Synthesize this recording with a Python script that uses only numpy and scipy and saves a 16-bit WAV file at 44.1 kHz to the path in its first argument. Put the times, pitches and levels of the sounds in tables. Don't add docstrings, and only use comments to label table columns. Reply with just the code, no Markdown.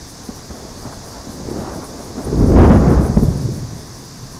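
import sys
import numpy as np
from scipy import signal
from scipy.fft import rfft, irfft, next_fast_len
from scipy.io import wavfile
from scipy.ndimage import uniform_filter1d, map_coordinates

SR = 44100
rng = np.random.default_rng(int(sys.argv[2]) if len(sys.argv) > 2 else 0)


def to_wav(sig):
    pcm = np.clip(np.atleast_2d(sig), -1, 1) * 32767
    pcm = np.round(pcm).astype(np.int16)
    wavfile.write(sys.argv[1], SR, pcm.T)


def how_loud(loudness_db):
    steps = np.asarray(loudness_db, float) / 20
    return 10 ** steps


N = 193907

# time in s, peak level in dB, pitch in Hz.
GRUMBLES = [(0.193, -29, 252), (.294, -15.5, 219), (.507, -19, 213), (0.544, -25, 255), (.653, -25, 363),
            (0.686, -45, 198), (.855, -18, 276), (0.859, -23, 106), (.978, -30, 225), (1.146, -28, 440),
            (1.273, -22.5, 248), (1.298, -23, 252), (1.402, -21.5, 423), (1.454, -21, 248),
            (1.488, -13, 347), (1.515, -13.5, 343), (1.563, -19, 324), (1.591, -17.5, 176),
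            (1.62, -17.5, 320), (1.68, -18.5, 350), (1.761, -17, 225), (1.763, -21, 89), (1.786, -19, 280),
            (1.834, -24, 447), (1.891, -27, 398), (1.935, -30, 401), (2.003, -24, 436), (2.063, -22, 445),
            (2.106, -20.5, 386), (2.183, -12, 225)]
# time in s, peak level in dB, pitch in Hz.
BOOMS = [(2.194, -20, 377), (2.273, -12, 353), (2.331, -5, 360), (2.381, -8.5, 314), (2.412, 1.5, 244),
         (2.445, -3, 250), (2.504, -18, 240), (2.565, 2.5, 230), (2.619, 0, 241), (2.651, 3.5, 71),
         (2.708, 8, 187), (2.764, -1, 230), (2.831, -23, 246), (2.879, -1, 160), (2.913, 3.5, 208),
         (2.998, -1, 178), (3.101, -6.5, 174), (3.174, 5, 194), (3.229, -3, 200), (3.286, -1.5, 146),
         (3.359, -12.5, 203), (3.456, -4, 145), (3.491, -15.5, 342), (3.506, -12, 128), (3.633, -15, 127),
         (3.58, -23, 145), (3.737, -19, 143), (3.76, -27, 140), (3.909, -31, 125), (4.237, -22.5, 125)]
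# time in s, peak level in dB, pitch in Hz.
HEAVES = [(0.039, -27, 74), (0.301, -31, 67.4), (0.509, -23, 75), (1.181, -25, 60), (1.618, -26, 95),
          (1.711, -28, 60), (2.27, -21, 59.4), (2.368, -15, 86), (2.425, -2.5, 49), (2.481, -8, 66.5),
          (2.52, -8, 48.3), (2.565, 2.5, 59), (2.603, 0.5, 88), (2.773, -2.5, 85), (2.928, -1.5, 66),
          (2.976, -2, 63.6), (3.035, -9, 61), (3.095, -32, 73), (3.171, -5, 52), (3.231, -7.5, 49.7),
          (3.298, -14, 54), (3.639, -22, 60), (3.79, -27, 76)]


def unit(x):
    return x / np.sqrt(np.mean(x ** 2) + 1e-20)


def curves(rows):
    s, *cols = np.transpose(rows)
    return [np.interp(np.arange(N) / SR, s, c) for c in cols]


def coloured(x, points):
    m = next_fast_len(N + 8192)
    f, v = np.transpose(points)
    log_hz = np.log(np.fft.rfftfreq(m, 1 / SR) + 1)
    gain = how_loud(np.interp(log_hz, np.log(f), v, left=-120, right=-120))
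    return unit(irfft(rfft(x, m) * gain, m)[:N])


def patchy(depth_db, bins, frames):
    z = signal.stft(rng.standard_normal(N + 512), nperseg=512)[2]
    field = uniform_filter1d(rng.standard_normal(z.shape), bins, 0)
    field = uniform_filter1d(field, frames, 1)
    return signal.istft(z * how_loud(depth_db * unit(field)), nperseg=512)[1][:N]


def impulses(rate, spread_db):
    hit = rng.random(N) < rate / SR
    size = how_loud(spread_db * np.minimum(rng.exponential(1, N), 3.5))
    return unit(hit * rng.standard_normal(N) * size)


def wobble(rate):
    knots = rng.standard_normal(int(N * rate / SR) + 4)
    return map_coordinates(knots, [np.arange(N) * rate / SR])


def add(track, s, sound):
    part = track[max(round(s * SR), 0):][:len(sound)]
    part += sound[:len(part)]


def drone():
    # frequency in Hz, density in dB per Hz.
    drone_spectrum = [(15, -33), (25, 6.5), (112, -3.5), (240, -6.5), (592, -14), (1060, -8), (1350, -15),
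                      (1750, -16), (3000, -26.5), (3900, -78), (6600, -120)]
    return how_loud(-41.5) * coloured(patchy(1.44, bins=3, frames=10), drone_spectrum)


def rain():
    # frequency in Hz, density in dB per Hz.
    rain_spectrum = [(1500, -7), (2000, -13), (2600, -19.5), (3250, -14.5), (3450, -9.5), (4100, -7.5),
                     (4800, -1.5), (5600, -1.5), (6500, -2.5), (7300, -8.5), (7700, -11.5), (10300, -17),
                     (12000, -23), (15700, -28)]
    start_db, easing_db_per_s = -40, 0.29
    level_db = start_db - easing_db_per_s * np.arange(N) / SR + .3 * wobble(3)
    drops = patchy(1.0, bins=5, frames=12) + 0.27 * impulses(rate=3000, spread_db=3.5)
    return how_loud(level_db) * coloured(drops, rain_spectrum)


def heavy_drops():
    # time in s, peak level in dB, pitch in Hz.
    drop_hits = [
        (0.379, -21, 5190),
        (1.4294, -35, 5770),
        (2.357, -19, 4870),
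        (3.0194, -24, 5170),
        (3.5463, -31, 5600),
    ]
    out = np.zeros(N)
    t = np.arange(400) / SR
    for s, db, hz in drop_hits:
        add(out, s, how_loud(db - 7.5 - 60 * t / .006) * np.sin(2 * np.pi * hz * t))
    return out


def gusts():
    # time of the peak in s, peak level in dB, length in s.
    gust_swells = [(0.097, -51.5, 0.062), (0.26, -55, 0.059), (0.364, -53, 0.042), (0.46, -63, 0.027),
                   (0.559, -58, 0.051), (0.807, -54, 0.081), (0.937, -57, 0.057), (1.08, -52.1, 0.088),
                   (1.326, -52.4, 0.076), (1.51, -52, 0.034), (1.6, -54.0, 0.072), (1.753, -52.4, 0.078),
                   (1.864, -51, 0.076), (2.027, -53.1, 0.11), (2.24, -53, 0.088), (2.398, -54.4, 0.071),
                   (2.491, -54, 0.08), (2.63, -54, 0.12), (2.75, -55, 0.081), (2.91, -50.5, 0.061),
                   (3.04, -50, 0.081), (3.228, -53, 0.19), (3.43, -52.5, 0.062), (3.555, -51.5, 0.074),
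                   (3.787, -57, 0.1), (3.976, -58, 0.091), (4.193, -72, 0.048), (4.337, -58, 0.047)]
    lull_db, rise_over_fall = -58.5, 0.68
    t = np.arange(N) / SR
    swell = how_loud(lull_db)
    for s, db, length in gust_swells:
        side = np.where(t < s, .6 * rise_over_fall, .6)
        swell = swell + how_loud(db) * np.exp(-((t - s) / length / side) ** 2)
    return swell


def swish():
    # frequency in Hz, density in dB per Hz.
    swish_spectrum = [(4410, -58), (7500, 1), (8930, 2.5), (10600, 2.5), (12100, -3), (12500, -1),
                      (14400, -8), (15600, -6)]
    flutter = patchy(1.5, bins=8, frames=6) + .4 * impulses(rate=3000, spread_db=1.2)
    return how_loud(3.0) * gusts() * coloured(flutter, swish_spectrum)


def insect():
    # time in s, level in dB.
    insect_level = [
        (0, -66),
        (.3, -63),
        (2.5, -63),
        (3.5, -63),
        (3.8, -61.5),
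        (4.4, -60.5),
    ]
    stroke_rate, first_stroke = 58.16, .0139
    starts = np.arange(first_stroke, N / SR, 1 / stroke_rate)
    starts += .00002 * np.abs(np.cumsum(rng.standard_normal(len(starts))))
    sizes = how_loud(1.2 * rng.standard_normal(len(starts)))
    strokes = np.bincount((starts * SR).astype(int), sizes, N)[:N]
    t = np.arange(700) / SR
    onset = 1 - np.exp(-t / 0.00061)
    shape = onset * (how_loud(-60 * t / .012) + 0.13 * how_loud(-60 * t / 0.027))
    ring = signal.fftconvolve(strokes, shape * np.sin(2 * np.pi * 12790 * t))[:N]
    return how_loud(curves(insect_level)[0] + .4) * unit(ring)


def metal_clinks():
    # frequency in Hz, time to fall 60 dB in s, level in dB.
    metal_modes = [(9430, .055, 0), (11000, .055, 4), (13350, .05, 3), (14950, .055, 5), (15300, .05, 4)]
    # time in s, first mode's peak in dB, upper modes against it in dB, lean to the third in dB.
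    clink_hits = [(.2483, -44, -9, .1), (1.7365, -42, -10, -2), (1.7614, -46, -7, -2),
                  (1.8417, -33, -15, -2), (2.2254, -41, -20, -1), (2.245, -28.5, -21, -1),
                  (2.464, -34, -17, -5), (2.497, -46, -8, 5), (2.586, -35, -12, 3), (2.6813, -43, -10, 2),
                  (2.7467, -38, -13, 3), (2.7721, -38, -16, 1), (3.0624, -32, -10, -8),
                  (3.2204, -41, -6, 3), (3.2314, -41, -1, 11), (3.3722, -34, -19, -2),
                  (3.8716, -42, -14, -1), (4.0492, -44, -2, -4), (4.3196, -44, -5, -1)]
    upper_fall_db = (-1, -4, -6, -7.5)
    bounce = (.0125, -16, 7)
    out = np.zeros(N)
    t = np.arange(SR // 8) / SR
    onset = 1 - np.exp(-t / 0.00092)
    for s, db, upper_db, lean_db in clink_hits:
        for late, loss_db, bright_db in ((0, 0, 0), bounce):
            upper = upper_db + bright_db + np.add(upper_fall_db, [0, lean_db, 0, 0])
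            ring = np.zeros(len(t))
            for (hz, t60, mode_db), level in zip(metal_modes, np.r_[0, upper]):
                decay = how_loud(db + loss_db + level + mode_db - 60 * t / t60)
                ring += decay * np.sin(2 * np.pi * (hz * t + rng.random()))
            add(out, s + late, ring * onset)
    return out


def evened(x, share):
    swell = np.abs(signal.hilbert(x, next_fast_len(N))[:N])
    return unit(x / (swell + 0.22) ** share)


def wake(part_hz, strength_db):
    wake_s = (0.0067, 0.024)
    octaves = 0.71
    now = np.arange(0, N, 32) / SR
    stir = np.zeros(len(now))
    for s, db, hz in GRUMBLES + BOOMS + HEAVES:
        time_off = (now - s) / np.where(now < s, *wake_s)
        pitch_off = np.log2(hz / part_hz) / octaves
        stir += how_loud(db) * np.exp(-time_off ** 2 - pitch_off ** 2)
    return np.interp(np.arange(N) / SR, now, stir) / how_loud(strength_db)


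def rolling():
    # time in s, strength in dB, dullness in dB from a longer path through air and cloud.
    peal = [(0, -44, -1), (.7, -40, -3.5), (.9, -38, -3.5), (1.2, -40.5, -6.5), (1.5, -32, -1),
            (1.75, -34, -6.5), (2.0, -38, -8), (2.22, -34, -3), (2.4, -15, 3.5), (2.53, -12.5, 1.5),
            (2.63, -5, -4.5), (2.75, -10.5, -1.5), (2.95, -15.5, -3.5), (3.1, -22.5, -2), (3.25, -20, 9),
            (3.55, -31.5, 8.5), (3.95, -41, 4), (4.4, -42, 6)]
    # frequency in Hz, density in dB per Hz.
    deep = [(12, -40), (30, -20), (46, -13), (56, -9), (65, 0), (76, -5), (90, -4), (130, -40)]
    low = [(60, -49), (90, -6), (140, -1.5), (200, -12.5), (290, -19.5)]
    middle = [(140, -21), (200, 3), (270, 2), (480, -5), (700, -18.5)]
    crackle = [(350, -6), (500, -3.5), (700, -1.5), (1200, -10), (2000, -23.5), (3500, -42.5), (5000, -60)]
    # offset in dB, growth with strength, share of dullness.
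    follow = [(-3.5, 1.086, 0.019), (-3, 0.87, 0.42), (-2, 0.95, -0.19), (-11, 0.74, -0.74)]
    heave_depth_db = (0.76, 1.57, 1.86, 1.66)
    wake_share = (0.18, .1, 0.088, 0.034)
    centre_hz = (68, 140, 268, 410)
    sharpness = (0.36, 0.58, 0.55, 0.41)
    evenness = (1.0, 0.9, 0.33, 0.082)
    pivot_db, heave_rate = -20, 14

    shocks = impulses(rate=260, spread_db=2.0)
    strength_db, dull_db = curves(peal)
    out = np.zeros(N)
    for i, spectrum in enumerate((deep, low, middle, crackle)):
        offset_db, grows, dull_share = follow[i]
        level_db = pivot_db + offset_db + grows * (strength_db - pivot_db) + dull_share * dull_db
        level_db = level_db + heave_depth_db[i] * wobble(heave_rate)
        trail = 1 + wake_share[i] * wake(centre_hz[i], strength_db)
        blurred = coloured(sharpness[i] * shocks + rng.standard_normal(N), spectrum)
        out += trail * how_loud(level_db) * evened(blurred, evenness[i])
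    return out


def cracks():
    # time in s, level in dB, decay in s.
    flares = [(.294, -40, 0.033), (.509, -37.5, 0.016), (0.858, -35, 0.025), (.93, -36, 0.017),
              (1.149, -41.5, 0.089), (1.3, -45, 0.044), (1.49, -38, 0.055), (1.6, -35.5, 0.11),
              (1.7, -41, 0.14), (1.83, -37.5, .03), (2.186, -38, 0.018), (2.41, -37, 0.013),
              (2.57, -23, 0.03), (2.604, -22, 0.02), (2.649, -20.5, 0.024), (2.71, -21, 0.048),
              (2.76, -25, 0.02), (2.82, -32.5, .05), (2.915, -30, 0.046), (2.98, -31.5, 0.039),
              (3.05, -35, 0.036), (3.168, -34, 0.023), (3.55, -50, 0.016)]
    # frequency in Hz, density in dB per Hz.
    front_spectrum = [(300, -27), (500, 11), (900, 10.5), (1500, 3.5), (2300, -12), (3400, -15),
                      (5000, -33)]
    flare = np.zeros(N)
    t = np.arange(-.06, .15, 1 / SR)
    for s, db, fall in flares:
        width = np.where(t < 0, .4 * fall, fall)
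        add(flare, s - .06, how_loud(db) * np.exp(-(t / width) ** 2))
    return flare * coloured(rng.standard_normal(N), front_spectrum)


def booms():
    out = np.zeros(N)
    for s, db, hz in GRUMBLES + BOOMS + HEAVES:
        cycles = np.arange(-2.5 * SR / hz, 4 * SR / hz) * hz / SR
        longer = 1.4 if hz < 150 else 1
        swell = np.exp(-(cycles / longer / np.where(cycles < 0, .8, 1.3)) ** 2)
        swing = np.sin(2 * np.pi * (cycles + rng.random()))
        add(out, s - 2.588 / hz, how_loud(db - 3.0) / longer * swell * swing)
    return out


def thunder():
    return rolling() + cracks() + booms()


def scene():
    weather = drone() + rain() + heavy_drops() + swish()
    return (weather + insect() + metal_clinks() + thunder())[None]


def roll_off(x):
    return signal.sosfilt(signal.butter(12, 15710, fs=SR, output="sos"), x)


def record(dry):
    top, knee = .7, 24
    clipped = dry / (1 + np.abs(dry / top) ** knee) ** (1 / knee)
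    coupled = signal.lfilter(*signal.butter(1, .6, "high", fs=SR), clipped)
    return roll_off(coupled)


dry = scene()
out = record(dry)
to_wav(out)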